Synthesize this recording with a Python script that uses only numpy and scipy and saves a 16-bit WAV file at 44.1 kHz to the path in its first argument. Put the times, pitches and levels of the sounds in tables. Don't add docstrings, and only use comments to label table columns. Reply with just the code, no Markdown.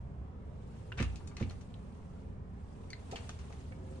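import sys
import numpy as np
from scipy import signal
from scipy.fft import rfft, irfft
from scipy.io import wavfile
from scipy.ndimage import uniform_filter1d

SR = 44100
rng = np.random.default_rng(int(sys.argv[2]) if len(sys.argv) > 2 else 0)


def to_wav(s):
    ch = np.atleast_2d(s).T
    pcm = np.round(np.clip(ch, -1, 1) * 32767)
    wavfile.write(sys.argv[1], SR, pcm.astype(np.int16))


N = 176400


def amp(db):
    return 10 ** (np.asarray(db) / 20)


def unit(x):
    return x / np.sqrt(np.mean(x ** 2) + 1e-20)


def curve_at(points, hz):
    freq_hz, value = np.transpose(points)
    return np.interp(np.log(hz + 1), np.log(freq_hz + 1), value)


def envelope(points):
    return amp(np.interp(np.arange(N) / SR, *np.transpose(points)))


def bell(hz, centre_hz, spread_oct):
    return np.exp(-.5 * (np.log2(hz / centre_hz) / spread_oct) ** 2)


def add(mix, start_s, sound):
    part = mix[..., round(start_s * SR):][..., :sound.shape[-1]]
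    part += sound[..., :part.shape[-1]]


def drift(samples):
    return unit(uniform_filter1d(uniform_filter1d(rng.standard_normal(N), samples), samples))


def pair(noise, correlation):
    return np.array([noise[0], correlation * noise[0] + np.sqrt(1 - correlation ** 2) * noise[1]])


def delay_left(x, lag_s):
    hz = np.fft.rfftfreq(N, 1 / SR)
    return np.array([irfft(rfft(x[0]) * np.exp(-2j * np.pi * hz * lag_s), N), x[1]])


def wash(spectrum, patch_db, frame_samples):
    # freq_hz, correlation
    likeness = [(30, 0.94), (80, 0.97), (140, 0.92), (260, 0.74), (500, 0.63), (1000, 0.065), (8000, 0.033)]
    hz = np.fft.rfftfreq(frame_samples, 1 / SR)
    noise = rng.standard_normal((5, len(hz), N * 4 // frame_samples + 5))
    patches = unit(uniform_filter1d(uniform_filter1d(noise[4], size=8, axis=0), size=8, axis=1))
    bins = pair(noise[:2] + 1j * noise[2:4], curve_at(likeness, hz)[:, None])
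    bins *= amp(curve_at(spectrum, hz)[:, None] + patch_db * patches)
    return unit(signal.istft(bins, nperseg=frame_samples, noverlap=frame_samples * 3 // 4)[1][:, :N])


def doorway(x, tail_db):
    # freq_hz, t60_s
    decay = [(100, 0.75), (1000, 0.33), (3000, 0.33), (9000, 0.1)]
    early_over_tail_db, early_decay_s = 5.5, 0.016
    hz, t, bins = signal.stft(rng.standard_normal((2, SR // 2)), SR, nperseg=256)
    tail = signal.istft(bins * amp(-60 * t / curve_at(decay, hz)[:, None]), SR, nperseg=256)[1]
    t = np.arange(tail.shape[1]) / SR
    early = rng.standard_normal(tail.shape) * (rng.random(tail.shape) < .05) * np.exp(-t / early_decay_s)
    echo = tail / np.linalg.norm(tail[0]) + amp(early_over_tail_db) * early / np.linalg.norm(early[0])
    return x + amp(tail_db) * signal.fftconvolve(x, echo, axes=1)[:, :N]


def traffic():
    # freq_hz, relative_db
    spectrum = [(20, -7.5), (35, -44), (52, -0.5), (65, 3), (85, -0.5), (115, -4), (160, -5.5),
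                (230, -10.5), (310, -20.5), (420, -17), (650, -24), (1000, -26), (1500, -35), (2500, -42.5),
                (4500, -53), (9000, -58.5), (12000, -75)]
    return amp(-45.5) * wash(spectrum, patch_db=2, frame_samples=4096)


def idling_engine():
    # pitch_hz, level_db
    partials = [(87, -56), (177, -69.5), (264, -67.5), (414, -73.5)]
    out = np.zeros(N)
    for pitch_hz, level_db in partials:
        gain = np.sqrt(2) * amp(level_db) * (1 + 0.39 * drift(samples=3000))
        cycles = np.cumsum(pitch_hz * (1 + 0.021 * drift(samples=2500))) / SR
        out += gain * np.sin(2 * np.pi * cycles)
    return out


def swelling_engine():
    # time_s, level_db
    swell = [(3.55, -94), (3.68, -59), (3.77, -52.5), (3.88, -53.5), (4, -52.5)]
    # multiple, relative_db
    orders = [(1, 1), (2, 1), (3, -3), (4, -7.5), (5, -3), (7, -4.5), (9, -13.5)]
    pitch_hz = 74.3
    cycles = np.cumsum(pitch_hz * (1 + .016 * drift(samples=2000))) / SR
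    out = np.zeros(N)
    for multiple, relative_db in orders:
        flutter = 1 + .4 * drift(samples=700)
        out += amp(relative_db) * flutter * np.sin(2 * np.pi * (multiple * cycles + rng.random()))
    return envelope(swell) * out


def sleeve():
    # time_s, level_db
    movement = [(.1, -79.5), (.33, -84), (.48, -77), (.78, -65.5), (.92, -68.5), (1.1, -61.5),
                (1.34, -69.5), (1.5, -63.5), (1.68, -69), (2.22, -71), (2.42, -82), (2.6, -73.5),
                (2.76, -68.5), (3.07, -63), (3.28, -57), (3.38, -62.5), (3.6, -62), (3.82, -68.5),
                (3.92, -63.5), (4, -63)]
    # freq_hz, relative_db
    nylon = [(300, 0.5), (900, 3.5), (1600, -4), (2700, -3), (5200, -8), (6400, -7.5), (9000, -6),
             (10500, -12), (12000, -20.5)]
    hiss = wash(nylon, patch_db=2, frame_samples=256)
    grain = np.exp(0.028 * drift(samples=60))
    return envelope(movement) * unit(hiss * grain)


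def palm():
    # start_s, level_db, centre_hz
    contacts = [(3.123, -40.5, 430), (3.1285, -36.5, 820), (3.146, -43.5, 564)]
    # pitch_hz, mode_db, t60_s
    modes = [(449, 4.5, 0.054), (669.7, -2.5, 0.19), (772, -2.5, 0.079), (820, -6, 0.078), (1293, -7, 0.11)]
    rise_s = 0.0028
    out, t = np.zeros((2, N)), np.arange(SR // 4) / SR
    rise = np.minimum(t / rise_s, 1)
    for start_s, level_db, centre_hz in contacts:
        for pitch_hz, mode_db, t60_s in modes:
            ring = amp(level_db + mode_db - 60 * t / t60_s) * np.sin(2 * np.pi * pitch_hz * t)
            add(out, start_s, bell(pitch_hz, centre_hz, spread_oct=0.71) * rise * ring)
    return doorway(out, tail_db=-10.5)


def nails():
    # start_s, level_db, low_hz, high_hz, high_db, t60_s, tick_db
    taps = [(0.9197, -31.5, 1530, 2980, -13.5, 0.011, -13), (0.9235, -40, 1500, 2760, 6.5, 0.012, -15.5),
            (1.205, -50, 1036, 1210, -9, 0.059, -14), (1.3675, -42, 2105, 2370, -10, 0.03, -14),
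            (1.497, -51.5, 3150, 4210, 5.5, 0.033, -12), (1.7408, -48, 3370, 3910, 3, 0.012, -6.5),
            (2.9029, -50, 2170, 4550, 4.5, 0.051, -11), (2.931, -35, 2100, 4290, -1, 0.025, -22),
            (3.159, -39.5, 2750, 2980, 3, 0.024, -20), (3.2934, -37.5, 960, 1560, -3, 0.0094, -2.5),
            (3.722, -54, 1760, 2140, 6.5, 0.039, -3.5)]
    rise_s, tick_decay_s, linewidth_hz = 0.00092, 0.002, 110
    out, t = np.zeros((2, N)), np.arange(4096) / SR
    for start_s, level_db, low_hz, high_hz, high_db, t60_s, tick_db in taps:
        phase = rng.uniform(0, 2 * np.pi, (2, 1, 1)) + rng.normal(0, 0.17, (2, 2, 1))
        walk = np.cumsum(rng.standard_normal((2, 1, len(t))), axis=2)
        phase = phase + walk * np.sqrt(2 * np.pi * linewidth_hz / SR)
        low = np.sin(2 * np.pi * low_hz * t + phase[0])
        high = amp(high_db) * np.sin(2 * np.pi * high_hz * t + phase[1])
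        ring = (low + high) * amp(-60 * t / t60_s)
        tick_band = signal.butter(2, [low_hz * 0.75, high_hz * 0.91], "band", fs=SR)
        tick = unit(signal.lfilter(*tick_band, rng.standard_normal((2, len(t)))))
        tick *= amp(tick_db) * (1 + amp(high_db)) * np.exp(-t / tick_decay_s)
        add(out, start_s, amp(level_db) * np.minimum(t / rise_s, 1) * (ring + tick))
    return doorway(out, tail_db=-13)


def frame_ring(contact):
    # pitch_hz, over_contact_db, t60_s
    modes = [(1194, 9, 0.09), (1706, -8, 0.13), (1779, 2.5, 0.12), (1820, -12, 0.13), (2100, 0, 0.1),
             (2510, 1, .12), (2603, 7, 0.11), (2790, 7, 0.1), (3080, -1, 0.13), (3634, -4, 0.12),
             (4357, 0, 0.15), (4440, 3, .17), (6120, 5, 0.029)]
    t = np.arange(SR // 2) / SR
    response = np.zeros(len(t))
    for pitch_hz, over_contact_db, t60_s in modes:
        unity_peak = 2 * np.log(1000) / (t60_s * SR)
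        response += unity_peak * amp(over_contact_db - 60 * t / t60_s) * np.cos(2 * np.pi * pitch_hz * t)
    return signal.fftconvolve(contact, response[None], axes=1)[:, :N]


def latch():
    # start_s, rise_s, decay_s, low_db, mid_db, high_db
    contacts = [(0.973, 0.003, 0.023, -37.5, -43, -49.5), (.983, 0.0027, 0.015, -40, -27.5, -59),
                (.999, 0.0014, 0.018, -37, -35, -47), (1.024, 0.0031, 0.0028, -30.5, -30, -35),
                (1.031, 0.00077, .011, -53, -44, -58), (1.1579, .0007, 0.0055, -67, -46.5, -45),
                (1.273, 0.0018, 0.0041, -47, -48.5, -41.5), (1.313, 0.0018, 0.0083, -43, -52, -79),
                (1.367, 0.0015, 0.004, -44, -38, -43.5), (1.377, .002, 0.013, -47, -47.5, -61),
                (1.398, 0.0012, 0.012, -37, -46, -52.5), (1.410, 0.0008, 0.013, -37, -46, -53),
                (1.4245, 0.0016, 0.0089, -60, -37.5, -56), (1.495, 0.0014, 0.0034, -60, -63, -50),
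                (1.5075, 0.00057, .006, -41, -44, -52), (1.609, 0.0022, 0.0061, -55, -54, -53.5),
                (2.9036, 0.00027, 0.0018, -55, -60, -38.5), (3.112, 0.0016, 0.013, -53, -43.5, -45),
                (3.157, 0.00099, 0.015, -43.5, -38, -48), (3.2913, 0.001, 0.0026, -47, -38.5, -42),
                (3.388, 0.0016, 0.014, -45, -52, -53), (3.503, 0.0023, 0.0028, -35, -55, -75),
                (3.525, 0.001, 0.0033, -52, -44.5, -59)]
    highpass_hz, lowpass_hz, bump_hz, bump_db = 410, 8300, 5100, 1
    out, t = np.zeros((2, N)), np.arange(8192) / SR
    hz = np.fft.rfftfreq(len(t), 1 / SR)
    band = 1 / np.sqrt((1 + (highpass_hz / (hz + 1)) ** 6) * (1 + (hz / lowpass_hz) ** 12))
    band *= amp(bump_db * np.exp(-((hz - bump_hz) / 600) ** 2))
    for start_s, rise_s, decay_s, low_db, mid_db, high_db in contacts:
        noise = pair(rng.standard_normal((2, len(t))), correlation=0.44)
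        chatter = np.exp(0.34 * np.repeat(rng.standard_normal(len(t) // 32), 32))
        force = np.minimum(t / rise_s, 1) * np.exp(-np.maximum(t - rise_s, 0) / decay_s)
        colour = amp(curve_at([(800, low_db), (2300, mid_db), (7000, high_db)], hz))
        burst = irfft(rfft(unit(noise * chatter) * force) * colour * band)
        add(out, start_s, burst[:, :len(t) * 3 // 4])
    return doorway(out + frame_ring(out), tail_db=-8.5)


def pane():
    # start_s, level_db, centre_hz, spread_oct, travel_s (at 100 Hz), knock_db
    blows = [(0.9971, -23.5, 166, 1.11, 0.00687, -6.5), (1.03, -36.5, 60, 0.73, 0.0067, -6),
             (1.408, -24, 164, 0.93, 0.00564, -3.5), (1.456, -35, 172, 0.46, 0.00645, -9)]
    # pitch_hz, mode_db, t60_s
    modes = [(58.94, 1, 0.61), (87.84, -5.5, 0.69), (108.8, 9, 0.095), (163, -2.5, 0.087),
             (229.2, -1.5, 0.14), (272.3, -4, 0.12), (354, -3, 0.1), (464.6, 1.5, 0.053), (522, -2.5, 0.1)]
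    lowpass_hz, rise_cycles, left_db = 700, 0.49, -5.5
    out, t = np.zeros((2, N)), np.arange(SR * 3 // 4) / SR
    hz = np.fft.rfftfreq(len(t), 1 / SR) + 1e-3
    for start_s, level_db, centre_hz, spread_oct, travel_s, knock_db in blows:
        dispersion = np.exp(-4j * np.pi * travel_s * np.sqrt(100 * hz))
        spectrum = bell(hz, centre_hz, spread_oct=0.87) / (1 + (hz / lowpass_hz) ** 4)
        knock = irfft(spectrum * dispersion)[:len(t) // 2]
        add(out, start_s, amp(level_db + knock_db) * knock / abs(knock).max())
        for pitch_hz, mode_db, t60_s in modes:
            age_s = np.maximum(t - travel_s * np.sqrt(100 / pitch_hz), 0)
            rise = 1 - np.exp(-age_s * pitch_hz / rise_cycles)
            ring = amp(level_db + mode_db - 60 * age_s / t60_s) * np.sin(2 * np.pi * pitch_hz * age_s)
            add(out, start_s, bell(pitch_hz, centre_hz, spread_oct) * rise * ring)
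    return doorway(out, tail_db=-17) * amp([[left_db], [0]])


def scene():
    shift_s, crossfade_s, street_left_db = 3.0, 0.1, -2
    door = pane() + latch() + nails() + palm()
    shift = np.clip((np.arange(N) / SR - shift_s) / crossfade_s, 0, 1)
    door = (1 - shift) * delay_left(door, lag_s=-0.00007) + shift * delay_left(door, lag_s=0.00027)
    foreground = door + sleeve()
    street = (idling_engine() + swelling_engine() + traffic()) * amp([[street_left_db], [0]])
    return foreground + delay_left(street, lag_s=-.0004)


def record(dry):
    # freq_hz, gain_db
    mic_left = [(1000, 1), (6500, -1), (8200, -3.5), (9200, -6), (10200, -12), (12000, -10)]
    # freq_hz, gain_db
    mic_right = [(1000, 0), (8200, -1.5), (9500, -1.5), (12000, -7.5)]
    cutoff_hz = 12300
    hz = np.fft.rfftfreq(N, 1 / SR)
    soft_ends = signal.windows.tukey(N, .003)
    heard = irfft(rfft(dry * soft_ends) * amp([curve_at(mic_left, hz), curve_at(mic_right, hz)]), N)
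    lowpass = signal.firwin(255, cutoff_hz, window=("kaiser", 7), fs=SR)
    return signal.oaconvolve(heard, lowpass[None], "same")


dry = scene()
out = record(dry)
to_wav(out)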